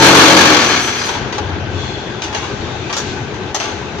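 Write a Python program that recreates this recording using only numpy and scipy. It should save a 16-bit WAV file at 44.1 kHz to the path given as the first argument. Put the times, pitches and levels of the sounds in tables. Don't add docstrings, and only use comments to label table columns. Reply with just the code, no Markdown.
import sys
import numpy as np
from scipy import signal
from scipy.io import wavfile
from scipy.ndimage import uniform_filter1d

SR = 44100
rng = np.random.default_rng(int(sys.argv[2]) if len(sys.argv) > 2 else 0)


def dump_mix(stems):
    frames = np.atleast_2d(stems).T
    limited = np.clip(frames, -1, 1)
    pcm = np.round(limited * 32767).astype(np.int16)
    wavfile.write(sys.argv[1], SR, pcm)


N = 176400

# time_s, turns_per_s
SHAKER_SPEED = [(0, 47), (.36, 46), (.48, 44.6), (.56, 42.9), (.66, 39.8), (.9, 37), (1.35, 23.6)]
# time_s, level_db
BLOW_LEVEL = [(0, -13.5), (.15, -8), (.4, -13.5), (.56, -16), (.7, -22), (.9, -40), (1.1, -37), (1.35, -58),
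              (1.6, -92)]
HUM_LEVEL = [(0, -8), (.14, -10.5), (.32, -12), (.45, -15), (.55, -17), (.64, -23), (.8, -26.5), (1.0, -37),
             (1.5, -75)]
# frequency_hz, density_db
MOULD_COLOUR = [(60, -33), (150, -16), (230, -8.5), (320, 1), (450, -2), (700, -5), (1100, -2.5),
                (2000, -13), (4500, -13.5), (9000, -34.5)]
# speed_multiple, level_db
HUM_PARTIALS = [(2, -18), (3, -12), (4, -14), (5, -16), (6, -15), (7, -8), (8, -20), (9, -12), (12, -12),
                (16, -19), (19, -12)]
TABLE_RESONANCE_HZ, TABLE_HALF_WIDTH_HZ, TABLE_BOOST_DB = 304, 5.8, 10.5
BLOW_JITTER_S, BLOW_SPREAD_DB = .0007, 2


def shaker(turns):
    turn_starts = np.flatnonzero(np.diff(np.floor(turns)))
    timing, force = rng.standard_normal((len(turn_starts), 2)).T
    landings = turn_starts + (BLOW_JITTER_S * SR * timing).astype(int)
    blows = np.zeros(N)
    blows[np.clip(landings, 0, N - 1)] = from_db(BLOW_SPREAD_DB * force)
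    mould = rms_one(strike(blows, dense_ring(MOULD_COLOUR, t60_s=.15)))
    hum, speed = 0, in_time(SHAKER_SPEED)
    for multiple, db in HUM_PARTIALS:
        detuning = (multiple * speed - TABLE_RESONANCE_HZ) / TABLE_HALF_WIDTH_HZ
        gain = from_db(db + TABLE_BOOST_DB / (1 + detuning ** 2) + 3.2 * drift(6.4))
        phase = 2 * np.pi * (multiple * turns + rng.random()) + .42 * drift(28)
        hum = hum + gain * np.sqrt(2) * np.sin(phase)
    return from_db(in_time(BLOW_LEVEL)) * mould + from_db(in_time(HUM_LEVEL)) * hum


# time_s, level_db
RATTLE_LEVEL = [(0, -5.5), (.2, -6.5), (.42, -7), (.6, -11), (.78, -13.5), (.92, -20), (1.1, -22),
                (1.3, -33.5), (1.6, -73)]
# frequency_hz, density_db
STEEL_COLOUR = [(100, -18.5), (300, -2.5), (700, -4.5), (1150, -2.5), (1650, 0.5), (1950, -7.5),
                (2400, 1.5), (2800, -6.5), (3200, 1), (3750, -10.5), (4400, -1.5), (5000, -12),
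                (5600, -6.5), (6200, -6), (7200, -22.5), (8200, -51.5), (15000, -33)]
# pitch_hz, level_db, t60_s
STEEL_MODES = [(880, -19, 0.04), (1090, -13, 0.031), (1310, -19.5, 0.071), (1434, -22, .14),
               (1638, -13.5, 0.036), (1780, -22, 0.065), (2415, -20.5, 0.03), (3185, -20.5, .08),
               (3422, -16.5, .05), (4190, -15, .04), (4520, -23.5, .12)]
RATTLES_PER_S, RATTLE_BUNCHING, RATTLE_SPREAD_DB = 700, .6, 2
SIZZLE_HZ, SIZZLE_LOSS_DB_PER_DB = 7660, .97


def rattle(turns, parts=4):
    clatter = 0
    for _ in range(parts):
        bunching = 1 + RATTLE_BUNCHING * np.cos(2 * np.pi * (turns + rng.random()))
        touches = rng.random(N) < RATTLES_PER_S / parts * bunching / SR
        force = from_db(RATTLE_SPREAD_DB * np.clip(rng.standard_normal(N), -2, 2))
        clicks = touches * force * rng.choice([-1, 1], N)
        ring = dense_ring(STEEL_COLOUR, t60_s=.086)
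        clatter = clatter + strike(clicks, ring + clear_modes(STEEL_MODES, ring.shape[1]))
    level_db, clatter = in_time(RATTLE_LEVEL), rms_one(clatter)
    sizzle_gain = from_db(SIZZLE_LOSS_DB_PER_DB * (level_db - level_db.max()))
    sizzle = sizzle_gain * filtered(clatter, "high", SIZZLE_HZ, order=5)
    return from_db(level_db) * (filtered(clatter, "low", SIZZLE_HZ, order=5) + sizzle)


# pitch_hz, level_db
PLATE_MODES = [(5491, -14), (6108, 0), (7144, -16), (7690, -13), (9383, -21), (10083, -22), (11672, -26),
               (11940, -29), (13186, -30), (14505, -33)]
# time_s, level_db
PLATE_LEVEL = [(0, -23.5), (.6, -32), (.66, -26), (.78, -30), (.84, -22), (.95, -33), (1.0, -31),
               (1.03, -34), (1.065, -27), (1.16, -38.5), (1.2, -55), (1.35, -80)]
# peak_s, half_length_s, pitch_hz, level_db
PLATE_FLARES = [(.905, .025, 5500, -33), (1.03, .025, 5500, -35), (1.025, .045, 4893, -30)]
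PLATE_WAVER_DB, PLATE_WAVER_HZ = 2.2, 22


def plate():
    t = np.arange(N) / SR

    def mode(hz):
        wander = np.array([drift(PLATE_WAVER_HZ), drift(PLATE_WAVER_HZ)])
        gain = from_db(PLATE_WAVER_DB * drift(PLATE_WAVER_HZ))
        return gain * np.sqrt(2) * np.sin(2 * np.pi * hz * t + wander)

    ringing = sum(from_db(db) * mode(hz) for hz, db in PLATE_MODES)
    flares = sum(from_db(db) * np.exp(-((t - peak_s) / half_s) ** 2) * mode(hz)
                 for peak_s, half_s, hz, db in PLATE_FLARES)
    return from_db(in_time(PLATE_LEVEL)) * ringing + flares


# start_s, level_db, tilt_db_per_octave, chatter_s, thud_db
MOULD_CLANKS = [(1.089, -16, -2.5, 0.01, -9), (1.15, -22.5, -4, .02, -7), (1.325, -22.5, -2.5, .03, -17),
                (1.381, -19, -2, 0.0077, 2), (1.487, -28, -7.5, 0.025, -8), (2.219, -22.5, 2.5, .036, -22),
                (2.326, -25.5, -3, .04, -6), (2.346, -22, 0, .035, -5.5), (2.372, -30, 2, 0.025, -8),
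                (2.425, -27, -3, 0.066, -6), (2.895, -26, -4, 0.039, -4), (2.927, -19.5, 2.5, 0.021, -10),
                (2.966, -19.5, 8.5, 0.03, -3), (3.343, -30, -2, 0.005, -20), (3.545, -18.5, 7.3, 0.031, -3),
                (3.599, -22.5, 0.5, 0.066, -5.5), (3.64, -27, -2, 0.08, -10), (3.984, -31, -3, 0.024, -4)]
# frequency_hz, density_db
FRAME_COLOUR = [(120, -25), (400, 3), (620, -8), (830, 3.5), (1200, 1.5), (2100, 0.5), (3500, 2.5),
                (5000, -4.5), (6700, 0), (7400, -30.5), (8200, -42), (11000, -38), (15000, -45.5)]
# pitch_hz, level_db, t60_s
FRAME_MODES = [(835, -13, .07), (1177, -19.5, 0.037), (1665, -18, 0.086), (3420, -21.5, .4),
               (4650, -19, .15), (6160, -19.5, .15)]
CHATTER_PER_S, YARD_TAIL_DB = 1100, -8.5


def clanks():
    out, t = np.zeros((2, N)), np.arange(SR) / SR
    tail = from_db(YARD_TAIL_DB) * dense_ring(FRAME_COLOUR, t60_s=.7, tilt_db=-.5)
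    size = tail.shape[1]
    modes = clear_modes(FRAME_MODES, size)
    for start_s, db, tilt_db, chatter_s, thud_db in MOULD_CLANKS:
        touches = rng.random(SR) < CHATTER_PER_S / SR
        clicks = touches * rng.standard_normal(SR) * np.exp(-t / chatter_s)
        clicks[0] = 2.5
        clicks *= np.sqrt(chatter_s * SR / np.sum(clicks ** 2))
        frame = dense_ring(FRAME_COLOUR, t60_s=.065, tilt_db=tilt_db) + modes
        start = int(start_s * SR)
        hit = strike(clicks, frame + tail + from_db(thud_db) * thud(size))[:, :N - start]
        out[:, start:start + hit.shape[1]] += from_db(db) * hit
    return out


def thud(size, band_hz=(400, 1250), t60_s=.07):
    dying = rng.standard_normal((2, size)) * decay(size, t60_s)
    band = filtered(dying, "band", band_hz)
    return rms_one(spread(*band, np.mean(band_hz))) / np.sqrt(size)


# time_s, level_db
MOTOR_LEVEL = [(0, -22.5), (.95, -31.5), (1.2, -21.5), (2.0, -25), (2.6, -24), (3.2, -25), (3.5, -24.5),
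               (4, -25)]
BOOM_LEVEL = [(0, -72), (1.05, -44), (1.33, -28), (1.52, -23), (1.66, -19.5), (1.8, -25), (1.95, -42),
              (4, -47.5)]
OIL_LEVEL = [(0, -26), (1.6, -67), (1.71, -40), (1.81, -32.5), (2.15, -40), (2.5, -36), (2.85, -36.5),
             (3.1, -30), (3.25, -40), (4, -40)]
THRUM_LEVEL = [(0, -42), (1.1, -41), (1.24, -26), (1.4, -35), (1.5, -30.5), (2.2, -41), (2.7, -29),
               (2.95, -33.5), (3.3, -25.5), (3.48, -42), (4, -31)]
# frequency_hz, density_db
MOTOR_COLOUR = [(15, -44), (25, -8.5), (92, 5.5), (194, -2), (356, 1), (431, -4), (562, -7), (789, -5),
                (1250, -11.5), (1510, -8.5), (1930, -13.5), (3520, -16.5), (5060, -27), (6280, -26),
                (8000, -134), (10400, -86), (17600, -120)]
OIL_COLOUR = [(900, -26.5), (1900, 5), (2600, 8.5), (3100, 6), (3800, 6), (4400, 6), (5000, 0.5),
              (6400, 3.5), (7200, -2), (8000, -38), (15000, -59)]
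# pitch_hz, level_db
PUMP_TONES = [(91.5, -38), (210, -40), (322, -45), (366, -39), (413, -35.5), (850, -41), (1525, -41),
              (1590, -46.5), (2579, -47)]


def power_pack():
    roar = from_db(in_time(MOTOR_LEVEL)) * noise(MOTOR_COLOUR, N, flicker_db=2)
    tones = sum(from_db(db) * rough_tone(hz, width_hz=12) for hz, db in PUMP_TONES)
    boom = from_db(in_time(BOOM_LEVEL)) * rough_tone(hz=93.8, width_hz=8)
    oil = from_db(in_time(OIL_LEVEL)) * noise(OIL_COLOUR, N)
    thrum = from_db(in_time(THRUM_LEVEL)) * rough_tone(hz=127.2, width_hz=15)
    return filtered(roar + oil, "low", hz=7300, order=6) + tones + boom + thrum


# start_s, length_s, level_db, pitch_hz, half_width_hz
VALVE_WHINES = [(1.74, 0.72, -33.5, 3420, 87), (1.76, .2, -38.5, 4215, 50), (1.74, 0.41, -38, 1545, 28),
                (2.6, .5, -37, 3650, 190), (2.8, .13, -35, 2500, 120)]
WHINE_ATTACK_S, WHINE_RELEASE_S, WHINE_SAG_DB_PER_S = .037, .12, 12


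def valve_whine():
    out, t = 0, np.arange(N) / SR
    for start_s, length_s, db, hz, half_hz in VALVE_WHINES:
        age = t - start_s
        opening = np.clip(age / WHINE_ATTACK_S, 0, 1)
        closing = np.exp(-np.maximum(age - length_s, 0) / WHINE_RELEASE_S)
        singing = rms_one(filtered(rng.standard_normal((2, N)), "band", [hz - half_hz, hz + half_hz]))
        out = out + opening * closing * from_db(db - WHINE_SAG_DB_PER_S * age) * singing
    return out


def duck(drone, trigger, knee_db=-19.5, ahead_s=.0089, smooth_s=.038, bass_hz=220):
    power = uniform_filter1d(np.mean(trigger ** 2, axis=0), int(smooth_s * SR))
    power_ahead = np.interp(np.arange(N) + ahead_s * SR, np.arange(N), power)
    gain = 1 / np.sqrt(1 + np.abs(power_ahead) / from_db(knee_db) ** 2)
    bass = signal.sosfiltfilt(signal.butter(2, bass_hz, fs=SR, output="sos"), drone)
    return gain * (drone - bass) + gain ** 3.4 * bass


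# frequency_hz, correlation
STEREO_LIKENESS = [(30, 0.27), (90, 0.92), (300, 0.98), (600, 0.7), (1200, 0.38), (2500, 0.14), (5000, 0),
                   (15000, 0.065)]


def spread(mid, side, hz):
    alike = np.clip(at_hz(STEREO_LIKENESS, hz), -.99, .99)
    return np.sqrt(1 + alike) * mid + np.sqrt(1 - alike) * side * np.array([[1], [-1]])


def noise(colour, size, flicker_db=0, tilt_db=0, t60_s=None):
    edges = np.r_[np.geomspace(24, 700, 12)[:-1], np.geomspace(700, 16000, 26)]
    white, out = rng.standard_normal((2, 2, size)), 0
    for k, (low, high) in enumerate(zip(edges, edges[1:])):
        hz = np.sqrt(low * high)
        envelope = decay(size, t60_s) if t60_s else from_db(flicker_db * drift(17.7))
        band = filtered(white[k % 2] * envelope, "band", [low, high])
        gain = np.sqrt(high - low) * from_db(at_hz(colour, hz) + tilt_db * np.log2(hz))
        out = out + gain * rms_one(spread(*band, hz))
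    return rms_one(out)


def dense_ring(colour, t60_s, tilt_db=0):
    size = int(.6 * SR)
    return noise(colour, size, tilt_db=tilt_db, t60_s=t60_s) / np.sqrt(size)


def clear_modes(modes, size):
    out, t = 0, np.arange(size) / SR
    for hz, db, t60_s in modes:
        phase = 2 * np.pi * (hz * t + rng.random())
        out = out + from_db(db) * rms_one(spread(np.sin(phase), np.cos(phase), hz) * decay(size, t60_s))
    return out / np.sqrt(size)


def strike(clicks, ring):
    return signal.fftconvolve(clicks[None], ring, axes=1)[:, :N]


def rough_tone(hz, width_hz):
    phase = 2 * np.pi * hz * np.arange(N) / SR
    mid, side = [drift(width_hz) * np.cos(phase) + drift(width_hz) * np.sin(phase) for _ in range(2)]
    return rms_one(spread(mid, side, hz))


def drift(rate_hz):
    step, settle = 40, 2000
    pole = np.exp(-2 * np.pi * rate_hz * step / SR)
    white = rng.standard_normal(N // step + settle + 2)
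    slow = signal.lfilter([1], [1, -2 * pole, pole * pole], white)[settle:]
    return np.interp(np.arange(N) / step, np.arange(len(slow)), rms_one(slow))


def filtered(x, kind, hz, order=2):
    return signal.sosfilt(signal.butter(order, hz, kind, fs=SR, output="sos"), x)


def decay(size, t60_s):
    return from_db(-60 * np.arange(size) / SR / t60_s)


def from_db(db):
    return 10 ** (np.asarray(db) / 20)


def rms_one(x):
    return x / np.sqrt(np.mean(x ** 2) + 1e-20)


def in_time(rows):
    return np.interp(np.arange(N) / SR, *np.transpose(rows))


def at_hz(rows, hz):
    frequencies, values = np.transpose(rows)
    return np.interp(np.log(hz), np.log(frequencies), values)


def pan(left_db):
    return from_db(np.array([[left_db], [-left_db]]) / 2)


def scene():
    turns = np.cumsum(in_time(SHAKER_SPEED)) / SR
    hits = clanks()
    shaking = pan(left_db=4) * (shaker(turns) + rattle(turns)) + plate()
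    drone = duck(power_pack() + valve_whine(), hits)
    return shaking + pan(left_db=3.5) * hits + pan(left_db=5) * drone


def record(dry):
    rounded = dry / (1 + np.abs(dry) ** 5) ** (1 / 5)
    trimmed = filtered(rounded, "high", hz=65, order=1)
    top_cut = signal.cheby2(14, 60, 16000, fs=SR, output="sos")
    return signal.sosfilt(top_cut, trimmed)


dry = scene()
out = record(dry)
dump_mix(out)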